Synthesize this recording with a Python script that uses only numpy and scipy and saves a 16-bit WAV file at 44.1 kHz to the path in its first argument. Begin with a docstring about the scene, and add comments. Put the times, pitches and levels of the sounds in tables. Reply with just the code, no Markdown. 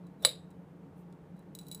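"""In a kitchen, close by, a glass bottle is turned by hand against the wheel of a bottle cutter.
The wheel scuffs and squeaks as filtered noise, then knocks one bright clink from the bottle's modes.
Light slides and sparse faint ticks surround a pause, then the wheel scores a run of sharp ticks:
each is a noise crack, ringing modes and a spray of splinter clicks, over a fine grit.
Echoes and a noise tail place the bottle in the room; low tones and noise make its hum and air."""
import sys
import numpy as np
from scipy import signal
from scipy.fft import rfft, irfft
from scipy.io import wavfile

SR = 44100
rng = np.random.default_rng(int(sys.argv[2]) if len(sys.argv) > 2 else 0)


def log_audio(samples):
    """Write samples as a 16-bit WAV file to the path given in sys.argv[1]."""
    # one column per channel
    frames = np.atleast_2d(samples).T
    # limit to full scale, then quantise
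    limited = np.clip(frames, -1, 1)
    pcm = np.round(limited * 32767).astype(np.int16)
    wavfile.write(sys.argv[1], SR, pcm)


N = 79380
TIME = np.arange(N) / SR

# In the spectra below, level_db is a relative density per Hz.

# The bottle's modes, four matching lists: pitch_hz, knocked_db, chipped_db, t60_s
BOTTLE_PITCH_HZ = [2310, 3016, 3480, 3783, 3830, 3951, 4163, 4757, 5000, 5680, 6850, 7844, 7973, 8908, 9883,
                   9990, 10310, 10426, 12530, 14075, 15047]
BOTTLE_KNOCKED_DB = [-25, -19, -22, -11.5, -7, -0.5, -4, -11, -28, -25, -20, -8, -11, -13, -5, -23.5, -19.5,
                     -10.5, -23.5, -21, -18.5]
BOTTLE_CHIPPED_DB = [-23, -22, -28, -31.5, -39.5, -1, -23.5, -16.5, -17.5, -15, -15.5, -8, -15.5, -15,
                     -18.5, -6, -3.5, -18.5, -17, -15.5, -6.5]
BOTTLE_T60_S = [.036, .05, .035, .04, .03, 0.055, .024, .03, .03, .028, .05, .055, .055, .035, .052, .026,
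                .026, .048, .035, .055, .036]
CONTACT_S = .00015  # time constant of every onset
MODE_SCATTER_DB = .5

# The knock of the wheel on the bottle
KNOCK_S, KNOCK_RING_DB, KNOCK_CRACK_DB, KNOCK_CRACK_T60_S = .2493, -12.5, -20, .033
# Pressure pulse of the first contact: gain and band of a filtered impulse
SNAP_DB, SNAP_LOW_HZ, SNAP_HIGH_HZ = -.5, 880, 3200
# The frame settles with a dull bump
REBOUND_S, REBOUND_HZ, REBOUND_DB, REBOUND_T60_S = .2715, 502, -38.5, .06
# Spectrum of the knock's crack: pitch_hz, level_db
KNOCK_CRACK_SPECTRUM = [(150, -21), (400, -20.5), (580, 9.5), (850, -14), (1200, 5), (1550, -10),
                        (2200, 2.5), (4500, 1), (6200, -16.5), (7600, 1), (10300, -5), (11300, -21),
                        (15000, -7)]
# The cutter's frame answering the knock: pitch_hz, level_db, t60_s
CUTTER_FRAME_MODES = [(524.2, -33, 0.09), (577, -39, 0.075), (622, -38, 0.13), (1180, -37.5, 0.05),
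                      (1940, -27, 0.032)]
# Lightly damped modes that outlast the clink: pitch_hz, level_db, t60_s
LINGERING_MODES = [(3768, -45, .28), (3788, -44, .32), (7970, -62, .38), (10430, -55, .28)]
# Dense wash of weak resonances after the knock: pitch_hz, level_db
SHIMMER_SPECTRUM = [(1000, -21.5), (1800, -20.5), (2400, -12), (3450, -7.5), (3750, 7), (4000, 6.5),
                    (4250, -3), (4550, -7), (4800, -3), (5400, -18.5), (6300, -25.5), (7200, -7.5),
                    (7950, -2), (8400, -11.5), (8900, -7.5), (9400, -9), (10400, -0.5), (11300, -27),
                    (12500, -14), (14000, -13.5), (15000, -18.5)]
SHIMMER_DB, SHIMMER_LOW_T60_S, SHIMMER_HIGH_T60_S, SHIMMER_SPLIT_HZ = -32.5, .27, .2, 5500
CRACKLES_PER_S, CRACKLE_SPREAD_DB = 2500, 3.5

# Chips from the glass: start_s, ring_db, crack_db, tilt_db (per octave)
CHIPS = [(0.0677, -69, -67, 0), (0.2262, -56, -48, 10), (0.505, -83, -63, 7), (0.5102, -72, -64, -1.5),
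         (1.1253, -71.5, -60, -6.5), (1.3654, -72.5, -79, 0), (1.3925, -73, -61, 9), (1.4264, -82, -72, 6),
         (1.5505, -48, -40, 6), (1.5884, -46, -46, 4), (1.6120, -54.5, -56, -18), (1.6330, -64.5, -74, 0),
         (1.667, -55.5, -78, 10), (1.6838, -53, -45, 6), (1.7142, -41, -47, 4), (1.7238, -44, -47, 8),
         (1.7470, -42, -36.5, 11), (1.776, -57.5, -62, 3), (1.7985, -44, -48, 4)]
# Spectrum of a chip's crack before its tilt: pitch_hz, level_db
CHIP_CRACK_SPECTRUM = [(800, -7), (2500, -1.5), (3400, -1.5), (3950, 5), (4400, 2.5), (5200, -2),
                       (5700, 1.5), (6300, -4), (6950, 7), (7400, -2.5), (8200, 8), (9200, 1), (10200, 4.5),
                       (11300, -6.5), (13500, 0), (15000, -3)]
CHIP_CRACK_T60_S, CHIP_DETUNE, CHIP_SCATTER_DB = .019, .005, 2
# Fine crunch of the rolling wheel
SCORE_START_S, GRITS_PER_S, GRIT_DB, GRIT_SPREAD_DB = 1.55, 7300, -71.5, 4
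# Splinters after each chip, level against its ring
CRUMBS_PER_S, CRUMB_DB, CRUMB_T60_S = 3400, -17.5, .08
# Bending waves run slower at low pitch: delay scale, lag = DISPERSION_S * (sqrt(PIVOT_HZ / f) - 1) behind the
# pivot pitch, which also pivots the tilt
DISPERSION_S, PIVOT_HZ = .001, 7700

# Rubbing before the knock: time_s, level_db
SCUFF_ENVELOPE = [(.219, -80), (.2235, -50), (.229, -49), (.233, -52), (.243, -48.5), (.247, -44),
                  (.2485, -36), (.258, -80)]
# Spectrum of the rubbing: pitch_hz, level_db
SCUFF_SPECTRUM = [(200, -10), (400, -5.5), (600, 17.5), (900, -4), (1300, -4.5), (2600, -17), (3700, -4.5),
                  (5000, -17), (5600, -3.5), (6200, -19), (7300, -15.5), (8000, -5.5), (9000, -14.5),
                  (10200, -7.5), (11300, -19), (12600, -13), (15000, -13.5)]
# Short squeak of the skidding wheel; widths here and below reach from centre to half amplitude
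SQUEAK_S, SQUEAK_LENGTH_S, SQUEAK_DB, SQUEAK_HZ, SQUEAK_WIDTH_HZ = .233, .017, -46.5, 3670, 200

# Light slides of the glass: start_s, length_s, hiss_db, singing_db
GLASS_SLIDES = [(0.032, .055, -94, -78.5), (0.191, 0.062, -73, -70.5), (0.95, 0.085, -74, -101),
                (1.347, .075, -84, -83)]
# Spectrum of the sliding hiss: pitch_hz, level_db
SLIDE_HISS_SPECTRUM = [(3000, -17.5), (7000, -6.5), (10000, 2), (12000, -7.5), (14000, 1)]
SING_HZ, SING_WIDTH_HZ = 3945, 60

LOW_CUT_HZ = 400  # high-pass that keeps the knock, ticks and rubbing free of low rumble
# The knock passed through to the table: pitch_hz, level_db, t60_s
TABLE_TOP_MODES = [(75, -50, .08), (148.4, -47.5, .28), (308, -56, .13)]

# Reverberation by band: pitch_hz, level_db (against the direct sound)
REVERB_LEVEL = [(200, -9.5), (600, -15), (2000, -20), (4000, -22), (8000, -24), (10000, -24), (15000, -19)]
# How long it rings in each band: pitch_hz, t60_s
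REVERB_T60 = [(300, .28), (2000, .27), (4000, 0.21), (8000, 0.3), (11000, .16), (15000, 0.14)]
TAIL_DELAY_S = .011
ECHO_FIRST_S, ECHO_LAST_S, ECHO_DB = .007, .044, -17

# Tones of the room's hum: pitch_hz, level_db (rms), wavering (0-1)
HUM_TONES = [(91.36, -76, 0.6), (150, -60, 0.6), (175.5, -52, 0.7), (201, -61.5, 0.9), (276.2, -64.5, 0.7),
             (302.8, -65.5, 0.8), (353.4, -71, 0.2), (442, -66, 0.95), (822, -76, 0.89), (912, -76, .9),
             (1105, -82.5, 0.4)]
HUM_WAVER_HZ = 11
# Spectrum of the room's air: pitch_hz, level_db
AIR_SPECTRUM = [(15, -44.5), (25, -26), (55, -8.5), (85, -1), (115, -2.5), (165, 0.5), (235, -4.5),
                (300, -5.5), (480, -4.5), (680, -11), (920, -14), (1500, -21), (3000, -32), (5000, -40.5),
                (9000, -42.5), (15000, -45)]
AIR_DB = -58

CUTOFF_HZ = 15400


def knock():
    """A snap and a crack set bottle and frame ringing; a shimmer and lightly damped modes linger."""
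    out = np.zeros(N)
    glass = ring(zip(BOTTLE_PITCH_HZ, BOTTLE_KNOCKED_DB, BOTTLE_T60_S))
    snap = band_pass(signal.unit_impulse(len(glass)), SNAP_LOW_HZ, SNAP_HIGH_HZ)
    frame = ring(CUTTER_FRAME_MODES)
    lingering = ring(LINGERING_MODES)
    crack = noise(KNOCK_CRACK_SPECTRUM) * decay(TIME, KNOCK_CRACK_T60_S)
    add(out, KNOCK_S, from_db(KNOCK_RING_DB) * glass + frame + lingering + from_db(SNAP_DB) * snap)
    add(out, KNOCK_S, from_db(KNOCK_CRACK_DB) * crack + shimmer())
    add(out, REBOUND_S, ring([(REBOUND_HZ, REBOUND_DB, REBOUND_T60_S)]))
    return out


def shimmer():
    """A grainy wash of weak resonances that dies sooner in the treble."""
    wash = grains(CRACKLES_PER_S, CRACKLE_SPREAD_DB, SHIMMER_SPECTRUM)
    low_pass = signal.butter(2, SHIMMER_SPLIT_HZ, fs=SR, output="sos")
    low = signal.sosfiltfilt(low_pass, wash)
    high = wash - low
    fading = low * decay(TIME, SHIMMER_LOW_T60_S) + high * decay(TIME, SHIMMER_HIGH_T60_S)
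    return from_db(SHIMMER_DB) * fading


def scoring():
    """Each chip is a tiny crack, a ring and a spray of splinters; fine grit crunches in the final run."""
    out, spray_level = np.zeros(N), np.zeros(N)
    modes = list(zip(BOTTLE_PITCH_HZ, BOTTLE_CHIPPED_DB, BOTTLE_T60_S))
    crack_fall = decay(TIME, CHIP_CRACK_T60_S)
    spray_fall = decay(TIME, CRUMB_T60_S)
    for start_s, ring_db, crack_db, tilt_db in CHIPS:
        colour = [(hz, db + tilt_db * np.log2(hz / PIVOT_HZ)) for hz, db in CHIP_CRACK_SPECTRUM]
        add(out, start_s, from_db(ring_db) * ring(modes, CHIP_SCATTER_DB, CHIP_DETUNE))
        add(out, start_s, from_db(crack_db) * noise(colour) * crack_fall)
        add(spray_level, start_s, from_db(ring_db + CRUMB_DB) * spray_fall)
    grit = from_db(GRIT_DB) * grains(GRITS_PER_S, GRIT_SPREAD_DB, CHIP_CRACK_SPECTRUM)
    grit = grit * (TIME > SCORE_START_S)
    splinters = spray_level * grains(CRUMBS_PER_S, GRIT_SPREAD_DB, CHIP_CRACK_SPECTRUM)
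    return out + grit + splinters


def disperse(x):
    """Bending waves: a chip's treble reaches the air first, its lower pitches a moment later."""
    size = 2 * N
    f = np.fft.rfftfreq(size, 1 / SR)
    # Phase whose delay, relative to the pivot pitch, grows as the pitch falls
    turns = DISPERSION_S * (2 * np.sqrt(f * PIVOT_HZ) - f)
    return irfft(rfft(x, size) * np.exp(-2j * np.pi * turns), size)[:N]


def scuff():
    """The wheel rubs as shaped noise, then skids with a squeak of narrow noise."""
    level_db = np.interp(TIME, *np.transpose(SCUFF_ENVELOPE), left=-np.inf, right=-np.inf)
    rub = from_db(level_db) * noise(SCUFF_SPECTRUM)
    squeak = swell(SQUEAK_S, SQUEAK_LENGTH_S) * narrow_noise(SQUEAK_HZ, SQUEAK_WIDTH_HZ)
    return rub + from_db(SQUEAK_DB) * squeak


def sliding():
    """Light rubbing swells and fades: a faint hiss, and the bottle's main mode sings."""
    hiss = noise(SLIDE_HISS_SPECTRUM)
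    sing = narrow_noise(SING_HZ, SING_WIDTH_HZ)
    return sum(swell(start_s, length_s) * (from_db(hiss_db) * hiss + from_db(sing_db) * sing)
               for start_s, length_s, hiss_db, sing_db in GLASS_SLIDES)


def table():
    """The table top's low modes answer the knock with a soft thump."""
    out = np.zeros(N)
    add(out, KNOCK_S, ring(TABLE_TOP_MODES))
    return out


def room(x):
    """A scatter of early echoes, and a diffuse tail that dies at its own rate in each band."""
    t, response = TIME[:N // 3], np.zeros(N)
    edges = np.geomspace(150, 17000, 15)
    for low, high in zip(edges, edges[1:]):
        hz = np.sqrt(low * high)
        band = band_pass(rng.standard_normal(len(t)), low, high)
        fall = decay(t, at_hz(REVERB_T60, hz))
        level = from_db(at_hz(REVERB_LEVEL, hz))
        add(response, TAIL_DELAY_S, level * band * fall / np.linalg.norm(fall))
    delays = ECHO_FIRST_S + (ECHO_LAST_S - ECHO_FIRST_S) * rng.random(size=60)
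    gains = rng.choice([-1, 1], len(delays)) / np.sqrt(delays)
    response[(delays * SR).astype(int)] += from_db(ECHO_DB) * gains / np.linalg.norm(gains)
    return signal.fftconvolve(x, response)[:N]


def hum():
    """Low tones, each part steady sine and part wavering narrow noise, over the air of the room."""
    out = from_db(AIR_DB) * noise(AIR_SPECTRUM)
    for hz, db, waver in HUM_TONES:
        steady = np.sqrt(2) * np.sin(2 * np.pi * (hz * TIME + rng.random()))
        wavering = narrow_noise(hz, HUM_WAVER_HZ)
        out = out + from_db(db) * (np.sqrt(1 - waver ** 2) * steady + waver * wavering)
    return out


def ring(modes, scatter_db=MODE_SCATTER_DB, detune=0):
    """Struck modes as decaying sines; strength, and pitch if detuned, vary with each blow."""
    t = TIME[:N // 4]
    out = np.zeros(len(t))
    for hz, db, t60 in modes:
        gain = from_db(db + rng.normal(0, scatter_db))
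        pitch_hz = hz * (1 + rng.normal(0, detune))
        out += gain * np.sin(2 * np.pi * pitch_hz * t) * decay(t, t60)
    return out


def grains(per_s, spread_db, spectrum):
    """Random clicks of uneven size at an average rate, given a spectrum; rms 1."""
    sizes = from_db(spread_db * np.minimum(rng.exponential(1, N), 4)) * rng.choice([-1, 1], N)
    return coloured(sizes * (rng.random(N) < per_s / SR), spectrum)


def narrow_noise(hz, width_hz):
    """Noise through one narrow resonance; rms 1."""
    f = np.fft.rfftfreq(N, 1 / SR)
    resonance = 1 / (1 + ((f - hz) / width_hz) ** 2)
    return rms_one(irfft(rfft(rng.standard_normal(N)) * resonance, N))


def noise(spectrum):
    """Noise of a given spectrum; rms 1."""
    return coloured(rng.standard_normal(N), spectrum)


def coloured(x, spectrum):
    """Filter a signal by a spectrum; rms 1."""
    gain = from_db(at_hz(spectrum, np.fft.rfftfreq(N, 1 / SR)))
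    return rms_one(irfft(rfft(x) * gain, N))


def band_pass(x, low_hz, high_hz):
    """Keep what lies between two pitches."""
    return signal.sosfilt(signal.butter(2, [low_hz, high_hz], "band", fs=SR, output="sos"), x)


def decay(t, t60):
    """Fast rise on contact, then an exponential fall of 60 dB in t60 seconds."""
    return (1 - np.exp(-t / CONTACT_S)) * np.exp(-np.log(1000) * t / t60)


def swell(start_s, length_s):
    """A smooth rise and fall, half a sine."""
    return np.sin(np.pi * np.clip((TIME - start_s) / length_s, 0, 1))


def add(out, start_s, sound):
    """Mix a sound in at a time."""
    i = min(int(start_s * SR), N - 1)
    out[i:i + len(sound)] += sound[:N - i]


def at_hz(points, hz):
    """Read a table on a log-frequency axis."""
    f, value = np.transpose(points)
    return np.interp(np.log(np.maximum(hz, 1)), np.log(f), value)


def rms_one(x):
    """Scale to unit rms."""
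    return x / np.sqrt(np.mean(x ** 2) + 1e-20)


def from_db(db):
    """Decibels to gain."""
    return 10 ** (np.asarray(db) / 20)


def scene():
    """Cutter and bottle close by, the room and its hum behind."""
    bottle = scuff() + knock() + disperse(scoring()) + sliding()
    bottle = signal.sosfilt(signal.butter(2, LOW_CUT_HZ, "high", fs=SR, output="sos"), bottle)
    return (bottle + room(bottle) + table() + hum())[None]


def record(dry):
    """A steep low-pass cuts the top of the treble."""
    return signal.sosfilt(signal.ellip(10, .2, 80, CUTOFF_HZ, fs=SR, output="sos"), dry)


dry = scene()
out = record(dry)
log_audio(out)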